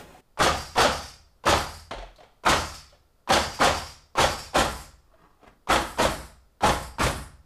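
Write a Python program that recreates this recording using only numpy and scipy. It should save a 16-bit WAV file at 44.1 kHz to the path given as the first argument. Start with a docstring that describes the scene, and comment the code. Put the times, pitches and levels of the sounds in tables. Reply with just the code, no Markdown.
"""The floor of a small plywood room, heard by one microphone across the room: a pneumatic framing nailer drives
twelve nails, mostly in pairs, into a timber frame. Each shot: the trigger valve ticks, air fills the cylinder, the
driver slams the nail home, the exhaust puffs, the piston knocks back and the hose hisses as it refills the tool.
The floor booms as decaying sines, the gun bumps the lumber, a boot scuffs. The blows and puffs are shaped noise,
most of it passed through the room's decay; a limiter holds the peaks."""
import sys
import numpy as np
from scipy import signal
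from scipy.fft import rfft, irfft, next_fast_len
from scipy.io import wavfile
from scipy.ndimage import uniform_filter1d, minimum_filter1d

SR = 44100
rng = np.random.default_rng(int(sys.argv[2]) if len(sys.argv) > 2 else 0)


def unload_wav(signal):
    """Save mono or channel-first audio to the path in sys.argv[1] as 16-bit WAV at rate SR, clipped to [-1, 1]."""
    wavfile.write(
        sys.argv[1],
        SR,
        np.round(np.clip(np.atleast_2d(signal).T, -1, 1) * 32767).astype(np.int16),
    )


N = 328545  # length in samples
T = np.arange(SR) / SR  # time within one event, s


# shots: t/s, trigger lead/s, tick level/dB, blow level/dB, board ring f/Hz, boom level/dB, piston return delay/s
# (tick, blow and boom levels are set per shot; the other parts have their own levels below)
SHOTS = [(0.399, 0.025, -37, -21.5, 1207, -33.5, 0.062), (0.778, 0.024, -27.5, -19, 752, -34, 0.068),
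         (1.465, 0.027, -37.5, -20, 1284, -32, 0.059), (2.462, 0.026, -37, -19.5, 1298, -33.5, 0.062),
         (3.3, 0.025, -35.5, -20, 762, -37.5, 0.065), (3.609, 0.019, -34, -18.5, 740, -36, 0.061),
         (4.18, 0.027, -32, -20.5, 927, -35, 0.058), (4.554, 0.021, -38.5, -21.5, 606, -33.5, 0.051),
         (5.698, 0.025, -37, -21.5, 1256, -37.5, 0.06), (5.994, 0.02, -34, -24, 632, -35.5, 0.056),
         (6.634, 0.027, -34.5, -21, 846, -32.5, 0.058), (7.004, 0.02, -31, -27, 1397, -32.5, 0.061)]
# the worker swings the gun round along the frame: t/s, turn (0 side on, 1 exhaust port toward the microphone)
TURN = [(.4, 0.0098), (.78, -0.088), (1.46, 0.19), (2.46, 0.023), (3.3, -0.08), (4.18, 0.017), (4.55, 0.57),
        (5.7, .95), (7, 1.3)]


def nailer():
    """The firing cycle of each shot, from trigger to refill."""
    out = np.zeros(N)
    for s, lead, tick_db, blow_db, board_hz, boom_db, back in SHOTS:
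        turn = np.interp(s, *np.transpose(TURN))
        beam = exhaust_beam(turn)
        trigger(out, s - lead, tick_db)
        fill(out, s, lead)
        drive_nail(out, s, blow_db, board_hz)
        thump(out, s, turn)
        floor_boom(out, s, boom_db)
        exhaust(out, s, turn, beam)
        piston_return(out, s, back)
        hose(out, s, turn, beam)
    return out


# spectrum of the trigger valve: f/Hz, level/dB per Hz
VALVE = [(30, -18.5), (200, -15), (600, -5), (950, -2.5), (1300, -6), (2100, -18.5), (3200, -17),
         (8000, -32.5), (15000, -42.5)]
# the gun's body under the trigger valve: f/Hz, width/Hz, lift/dB
VALVE_RING = [(980, 200, 6)]


def trigger(out, s, tick_db):
    """The trigger valve ticks: brief noise and a short ring of the gun's body."""
    tick = strike(0.0003, 0.0084)
    add(out, s, amp(tick_db) * in_room(noise(VALVE, SR, VALVE_RING), tick, direct=1.3))
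    ring = strike(0.00064, 0.0045) * sine(rng.normal(980, 40))
    add(out, s, amp(tick_db + 3.5) * ring)


# spectrum of the air entering the cylinder: f/Hz, level/dB per Hz
FILL = [(40, -12.5), (400, -10), (720, -6), (980, -6), (1250, -14.5), (1900, -18), (2400, -12),
        (2900, -20.5), (5000, -25.5), (9000, -29.5), (15000, -45)]
# a trigger pulled faster than usual fills the cylinder harder
FILL_DB, USUAL_LEAD_S, FILL_DB_PER_S = -28, 0.026, 554


def fill(out, s, lead):
    """The head valve lets air into the cylinder, swelling toward the blow."""
    level_db = FILL_DB + FILL_DB_PER_S * (USUAL_LEAD_S - lead)
    air = noise(FILL, SR, ripple_db=5.0)
    add(out, s - 0.012, amp(level_db) * in_room(air, strike(0.0046, 0.011), direct=0.61, fade=0.65))


# spectrum of the nail blow: f/Hz, level/dB per Hz
BLOW = [(25, -23), (90, -13), (240, -17), (420, -5), (700, 0.5), (1000, 0), (1400, -1), (2200, -12.5),
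        (3400, -15), (5000, -21), (9000, -29), (15000, -47.5)]
# resonances of the gun's housing and magazine: f/Hz, width/Hz, lift/dB (negative dips)
HOUSING = [(523, 72, 3), (825, 18, 3), (1344, 34, 2.5), (1840, 210, 1.5), (3164, 60, 3), (3430, 90, 3.5),
           (4370, 68, 7), (5020, 12, -2.5), (5589, 40, 1), (6300, 58, 4.5), (6800, 80, 4.5), (8100, 66, 1)]


def drive_nail(out, s, blow_db, board_hz):
    """The driver slams the nail into the board, a noise burst, and the board rings briefly."""
    wood = noise(BLOW, SR, HOUSING + [(board_hz, 100, 5)], ripple_db=2.5)
    slam = in_room(wood, strike(0.012, 0.011) ** 2, direct=0.76, fade=0.95)
    add(out, s - 0.003, amp(blow_db + 4.0) * slam)
    add(out, s + 0.002, amp(blow_db + 1.0) * strike(0.006, 0.008) * sine(board_hz))


# spectrum of the shaken frame: f/Hz, level/dB per Hz
THUMP = [(70, -13.5), (130, -1), (200, -3.5), (260, -3.5), (335, 0), (420, -4), (600, -21.5), (2000, -60.5)]
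THUMP_DB, TURN_THUMP_DB = -28, 3  # gun side on; the frame thumps more where the worker ends up


def thump(out, s, turn):
    """The blow shakes the frame, a short low noise."""
    frame = noise(THUMP, SR, ripple_db=4.5)
    level_db = THUMP_DB + TURN_THUMP_DB * turn
    add(out, s, amp(level_db) * in_room(frame, strike(0.0031, 0.0089), direct=0.76))


# nominal modes of the plywood floor: f/Hz, level/dB, t60/s
FLOOR = [(44, -4.5, 0.93), (56.5, -10, 0.5), (65.13, -1.5, 0.84), (82.37, -3.5, 0.82), (109.4, -10, 0.85),
         (143.7, -7, 0.73), (152.7, -3, 0.61), (218.4, -0.5, 0.51), (330, 5.5, 0.3)]
# the joist under the gun rings lower once the work has moved on
NEAR_JOIST_HZ, FAR_JOIST_HZ, NEXT_JOIST_S = 79.16, 59.23, 4.37


def floor_boom(out, s, boom_db):
    """The floor's modes swell after a blow and decay as sines; the joist under the gun rings with them."""
    joist_hz = NEAR_JOIST_HZ if s < NEXT_JOIST_S else FAR_JOIST_HZ
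    ring = np.zeros(SR)
    for hz, db, t60 in FLOOR + [(joist_hz, 2.5, 0.8)]:
        decay = amp(db + rng.normal(0, 1.5) - 60 * T / t60)
        cycles = hz * rng.normal(1, 0.011) * T + rng.random()
        ring += decay * np.sin(2 * np.pi * cycles)
    swell = 1 - np.exp(-(T / 0.036) ** 2)
    add(out, s, amp(boom_db + 4.5) * ring * swell)


# spectrum of the exhaust air: f/Hz, level/dB per Hz
EXHAUST = [(100, -11.5), (600, 4), (1350, -13.5), (2100, -3.5), (3300, 2), (4500, -3.5), (7000, -6),
           (9500, -9.5), (12500, -18), (15000, -33)]
EXHAUST_DB, TURN_EXHAUST_DB = -23.5, -4.5  # gun side on; a full turn shades the puff's body
SIDE_TREBLE_DB, TURN_TREBLE_DB = -0.6, 5.5  # a full turn beams the air's treble at the microphone


def exhaust_beam(turn):
    """Treble lift of the escaping air, one broad peak that grows as the port faces the microphone."""
    return [(11000, 8900, SIDE_TREBLE_DB + TURN_TREBLE_DB * turn)]


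def exhaust(out, s, turn, beam):
    """Air leaks during the stroke, then the exhaust port opens and puffs."""
    leak = 0.26 * strike(0.004, 0.016)
    puff = np.exp(-((T - 0.033) / 0.011) ** 2)
    air = noise(EXHAUST, SR, HOUSING + beam, ripple_db=2.5)
    level_db = EXHAUST_DB + TURN_EXHAUST_DB * turn
    add(out, s, amp(level_db) * in_room(air, puff + leak, direct=0.52, fade=0.7))


# spectrum of the piston's knock: f/Hz, level/dB per Hz
RETURN = [(40, -12), (150, -6.5), (400, -8), (550, -1), (720, -0.5), (1000, -4.5), (1400, -7), (2000, -13),
          (3200, -18.5), (6000, -23.5), (15000, -47.5)]
# spectrum of metal on metal, also heard in the bumps: f/Hz, level/dB per Hz
CLACK = [(400, -27), (1200, -0.5), (3400, 2), (5000, -9), (9000, -17.5), (15000, -40)]
RETURN_DB, RETURN_SAG_DB_PER_S = -15, 1.12  # the air supply sags: the piston returns more softly
PISTON_CLACK_DB = -8.5  # steel on steel, against the piston's knock


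def piston_return(out, s, back):
    """The piston knocks back against its stop: a knock, a clack and a short ring."""
    level_db = RETURN_DB - RETURN_SAG_DB_PER_S * s
    knock = noise(RETURN, SR, HOUSING, ripple_db=3.0)
    clack = amp(PISTON_CLACK_DB) * noise(CLACK, SR, HOUSING, ripple_db=3.0)
    add(out, s + back, amp(level_db) * in_room(knock + clack, strike(0.0036, 0.005), direct=2.56))
    ring = strike(0.003, 0.0056) * sine(rng.normal(550, 25))
    add(out, s + back + 0.002, amp(level_db + 2) * ring)


# spectrum of the hose's hiss: f/Hz, level/dB per Hz
HISS = [(500, -11.5), (2000, 2), (3500, -8.5), (5200, 1), (6300, -12.5), (7400, 0), (8400, 0), (9600, -4),
        (11600, -3), (13000, -11), (15000, -20.5)]
# spectrum of the hose's whistle: f/Hz, level/dB per Hz
WHISTLE = [(1500, -20.5), (2600, -10.5), (4100, -12), (4750, 0), (5050, -6), (5450, -3.5), (6400, -10.5),
           (7500, -13), (10000, -29)]
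HISS_DB, WHISTLE_DB, TURN_WHISTLE_DB = -41, -37.5, -17  # gun side on; a full turn shades the whistle
REFILL_S, REFILL_SAG_PER_S = 0.4, 0.052  # at the start; the refill shortens by this share each second


def hose(out, s, turn, beam):
    """The hose refills the tool: the hiss wavers a little at random, weakens and stops; its resonances change."""
    refill = REFILL_S * (1 - REFILL_SAG_PER_S * s)
    opening = 1 - np.exp(-T / 0.0082)
    closing = 1 + np.exp(np.minimum((T - refill) / 0.019, 50))
    flow = opening * amp(-48 * T) / closing
    air = np.zeros(SR)
    position = np.minimum(3 * T / refill, 3)
    for stage in range(4):  # crossfade four random sets of resonances over the refill
        share = np.clip(1 - np.abs(position - stage), 0, 1)
        tones = [(hz, 300, 4.5) for hz in rng.uniform(3500, 13500, size=6)]
        hiss = amp(HISS_DB) * noise(HISS, SR, tones + beam)
        whistle = amp(WHISTLE_DB + TURN_WHISTLE_DB * turn) * noise(WHISTLE, SR, ripple_db=5.0)
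        air += np.sqrt(share) * (hiss + whistle)
    waver = amp(3.3 * unit(uniform_filter1d(rng.standard_normal(SR), size=900)))
    add(out, s, in_room(air, waver * flow / flow.max(), direct=0.69))


# the gun's nose and body bump the lumber: t/s, ring level/dB, ring f/Hz, hardness (contact noise over ring)/dB
BUMPS = [(0.144, -45, 742, -23), (1.911, -33, 674, 0.5), (1.936, -37.5, 580, -2), (1.984, -41.5, 537, 0.5),
         (2.024, -39.5, 675, -7), (2.184, -48.5, 617, -7.5), (2.204, -46.5, 717, -6),
         (2.233, -58.5, 517, 7), (2.925, -54, 586, -5.5), (5.137, -55, 650, -14)]
# spectrum of the wooden knock: f/Hz, level/dB per Hz
BUMP = [(40, -17), (140, -8), (250, -15), (480, -5), (680, -1), (900, -8), (1150, -12), (1700, -17),
        (5000, -34), (15000, -60.5)]
BUMP_CLACK_DB = -5.5  # metal clack against the wooden knock


def bumps():
    """The gun is set down on the lumber: a wooden knock, a metal clack and a ring of the board."""
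    out = np.zeros(N)
    for s, db, ring_hz, hard_db in BUMPS:
        knock = noise(BUMP, SR, ripple_db=3.5)
        clack = amp(BUMP_CLACK_DB) * noise(CLACK, SR, HOUSING, ripple_db=4.5)
        contact = in_room(knock + clack, strike(0.0036, 0.0066), direct=2.1)
        add(out, s - 0.002, amp(db + hard_db) * contact)
        add(out, s, amp(db) * strike(0.003, 0.014) * sine(ring_hz))
    return out


SETTLE_S, SETTLE_DB, SETTLE_HZ = 1.95, -36, 42.8


def settle():
    """The gun's weight settles on the floor with a thud, one low decaying sine."""
    out = np.zeros(N)
    add(out, SETTLE_S, amp(SETTLE_DB) * strike(0.067, 0.055) * sine(SETTLE_HZ))
    return out


# the nail strip clinks in its magazine: t/s, level/dB, ring f/Hz
CLINKS = [(2.16, -56.5, 3990), (2.895, -60.5, 3550)]


def clinks():
    """Nails clink together: a very short burst of bright noise with a broad resonance."""
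    out = np.zeros(N)
    for s, db, ring_hz in CLINKS:
        spectrum = [(1500, -20.5), (4000, -1.0), (15000, -17.0)]  # f/Hz, level/dB per Hz
        steel = noise(spectrum, SR, [(ring_hz, 1400, 10)], ripple_db=4.5)
        add(out, s, amp(db) * in_room(steel, strike(0.00056, 0.006), direct=2.3))
    return out


# boot and clothes scuff over the boards: peak t/s, half length to 1/e/s, level before the grip varies it/dB, ring f/Hz
SCUFFS = [(2.953, .025, -62, 2500), (5.233, 0.084, -55.5, 1110), (5.446, .026, -52.5, 700),
          (5.48, 0.022, -49, 1900), (5.515, 0.049, -56.5, 218)]
# spectrum of a scuff: f/Hz, level/dB per Hz
SCUFF = [(40, -1), (130, -1.5), (400, -5.5), (1000, -4), (1500, -9.5), (3000, -20.5), (7000, -30.5),
         (15000, -45)]


def scuffs():
    """Soles catch and slip on the boards: noise with a randomly wavering level."""
    out = np.zeros(N)
    for s, half, db, ring_hz in SCUFFS:
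        grip = amp(2.4 * unit(uniform_filter1d(rng.standard_normal(SR), size=300)))
        stroke = np.exp(-np.abs((T - 0.5) / half) ** 1.1)
        rub = noise(SCUFF, SR, [(ring_hz, ring_hz / 2, 6)], ripple_db=5.5)
        add(out, s - 0.5, amp(db) * stroke * grip * rub)
    return out


# a rush of air dies away at the start: t/s, level/dB
RUSH = [(0, -40.5), (.06, -50), (.13, -50.5), (.205, -53.5), (.218, -79.5)]


def opening_rush():
    """Air rushes at the start: broad noise that follows the falling level."""
    spectrum = [(30, 0.0), (200, -2.5), (750, -5.0), (1500, -12.0),
                (3000, -18.5), (8000, -25.0), (15000, -30)]  # f/Hz, level/dB per Hz
    level_db = np.interp(np.arange(N) / SR, *np.transpose(RUSH))
    return amp(level_db) * noise(spectrum, N, ripple_db=3.0)


# spectrum of the still room: f/Hz, level/dB per Hz
QUIET = [(20, 8.5), (45, 4.5), (110, -4.5), (300, -12.5), (600, -11.5), (1400, -21.5), (2500, -28.5),
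         (4200, -26.5), (4750, -25), (5600, -30), (15000, -31)]


def still_room():
    """Steady room noise with two faint resonances."""
    return amp(-63.0) * noise(QUIET, N, [(1350, 130, 7.3), (4823, 60, 4)])


# decay of the small room, scaled by each sound's fade: f/Hz, t60/s
ROOM = [(60, 0.69), (200, 0.5), (550, 0.45), (1200, 0.52), (3000, 0.46), (6000, 0.5), (14000, 0.22)]


def in_room(carrier, drive, direct, fade=0.92):
    """Direct sound follows the drive; the room stores its energy and lets each band die away. Peak rms near 1."""
    hz, t, bands = signal.stft(carrier, SR, nperseg=256)
    power = np.add.reduceat(drive ** 2, np.arange(0, SR, 128))[None]  # one sum per STFT hop
    decay = amp(-60 * t / (fade * along(ROOM, hz)[:, None])) ** 2
    stored = signal.fftconvolve(power, decay / decay.sum(1).mean(), axes=1)
    stored = np.abs(stored)[:, :len(t)]
    level = np.sqrt(stored / stored.mean(0).max())
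    wet = signal.istft(bands * level, SR, nperseg=256)[1][:SR]
    walls = 1 - np.exp(-T / 0.0054)  # the first reflections need a moment to arrive
    straight = direct * drive * carrier[::-1]  # reversed: unrelated in phase to the reflections
    return (wet * walls + straight) / np.sqrt(1 + direct ** 2 / 2)


def noise(spectrum, size, resonances=(), ripple_db=0):
    """Noise of rms 1 with the given spectrum, lifted at (f/Hz, width/Hz, lift/dB) resonances."""
    hz = np.fft.rfftfreq(size, 1 / SR)
    db = along(spectrum, hz)
    for centre, width, lift in resonances:
        db = db + lift * peak(hz, centre, width) ** 2
    # near walls comb the sound: a fresh random ripple for each call
    knots = np.cumsum(np.full(200, 0.045)) * np.linspace(600, 1800, 200)
    comb = np.interp(hz, knots, np.clip(rng.standard_normal(len(knots)), -2, 2))
    white = rfft(rng.standard_normal(size))
    return unit(irfft(white * amp(db + ripple_db * comb), size))


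def peak(hz, centre_hz, width_hz):
    """Gain of one resonance, 1 at its centre."""
    return 1 / np.sqrt(1 + (2 * (hz - centre_hz) / width_hz) ** 2)


def strike(rise, life):
    """Envelope of a contact with peak 1: fast rise, exponential fall (time constants in s)."""
    shape = (1 - np.exp(-T / rise)) * np.exp(-T / life)
    return shape / shape.max()


def sine(hz):
    """Steady sine over one event."""
    return np.sin(2 * np.pi * hz * T)


def along(points, hz):
    """Read (f/Hz, value) points on a log frequency axis."""
    f, v = np.transpose(points)
    return np.interp(np.log(hz + 1), np.log(f + 1), v)


def amp(db):
    """Decibels to gain."""
    return 10 ** (np.asarray(db) / 20)


def unit(x):
    """Scale to rms 1."""
    return x / np.sqrt(np.mean(x ** 2) + 1e-20)


def add(track, s, sound):
    """Mix a sound into the track at time s."""
    start = max(round(s * SR), 0)
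    track[start:start + len(sound)] += sound[:max(len(track) - start, 0)]


def scene():
    """Everything heard from across the room, on one channel."""
    gun = nailer() + bumps() + settle() + clinks()
    surroundings = scuffs() + opening_rush() + still_room()
    return (gun + surroundings)[None]


LIMIT_DB, TOP_HZ = -9, 15300  # limiter ceiling; band limit of the microphone channel


def record(dry):
    """The microphone channel's limiter turns the loudest moments down; nothing passes above its band limit."""
    needed = np.minimum(1, amp(LIMIT_DB) / (np.abs(dry) + 1e-9))
    gain = uniform_filter1d(minimum_filter1d(needed, size=200), size=200)
    size = next_fast_len(N + SR // 4)
    passband = np.fft.rfftfreq(size, 1 / SR) < TOP_HZ
    return irfft(rfft(dry * gain, size) * passband, size)[:, :N]


dry = scene()
out = record(dry)
unload_wav(out)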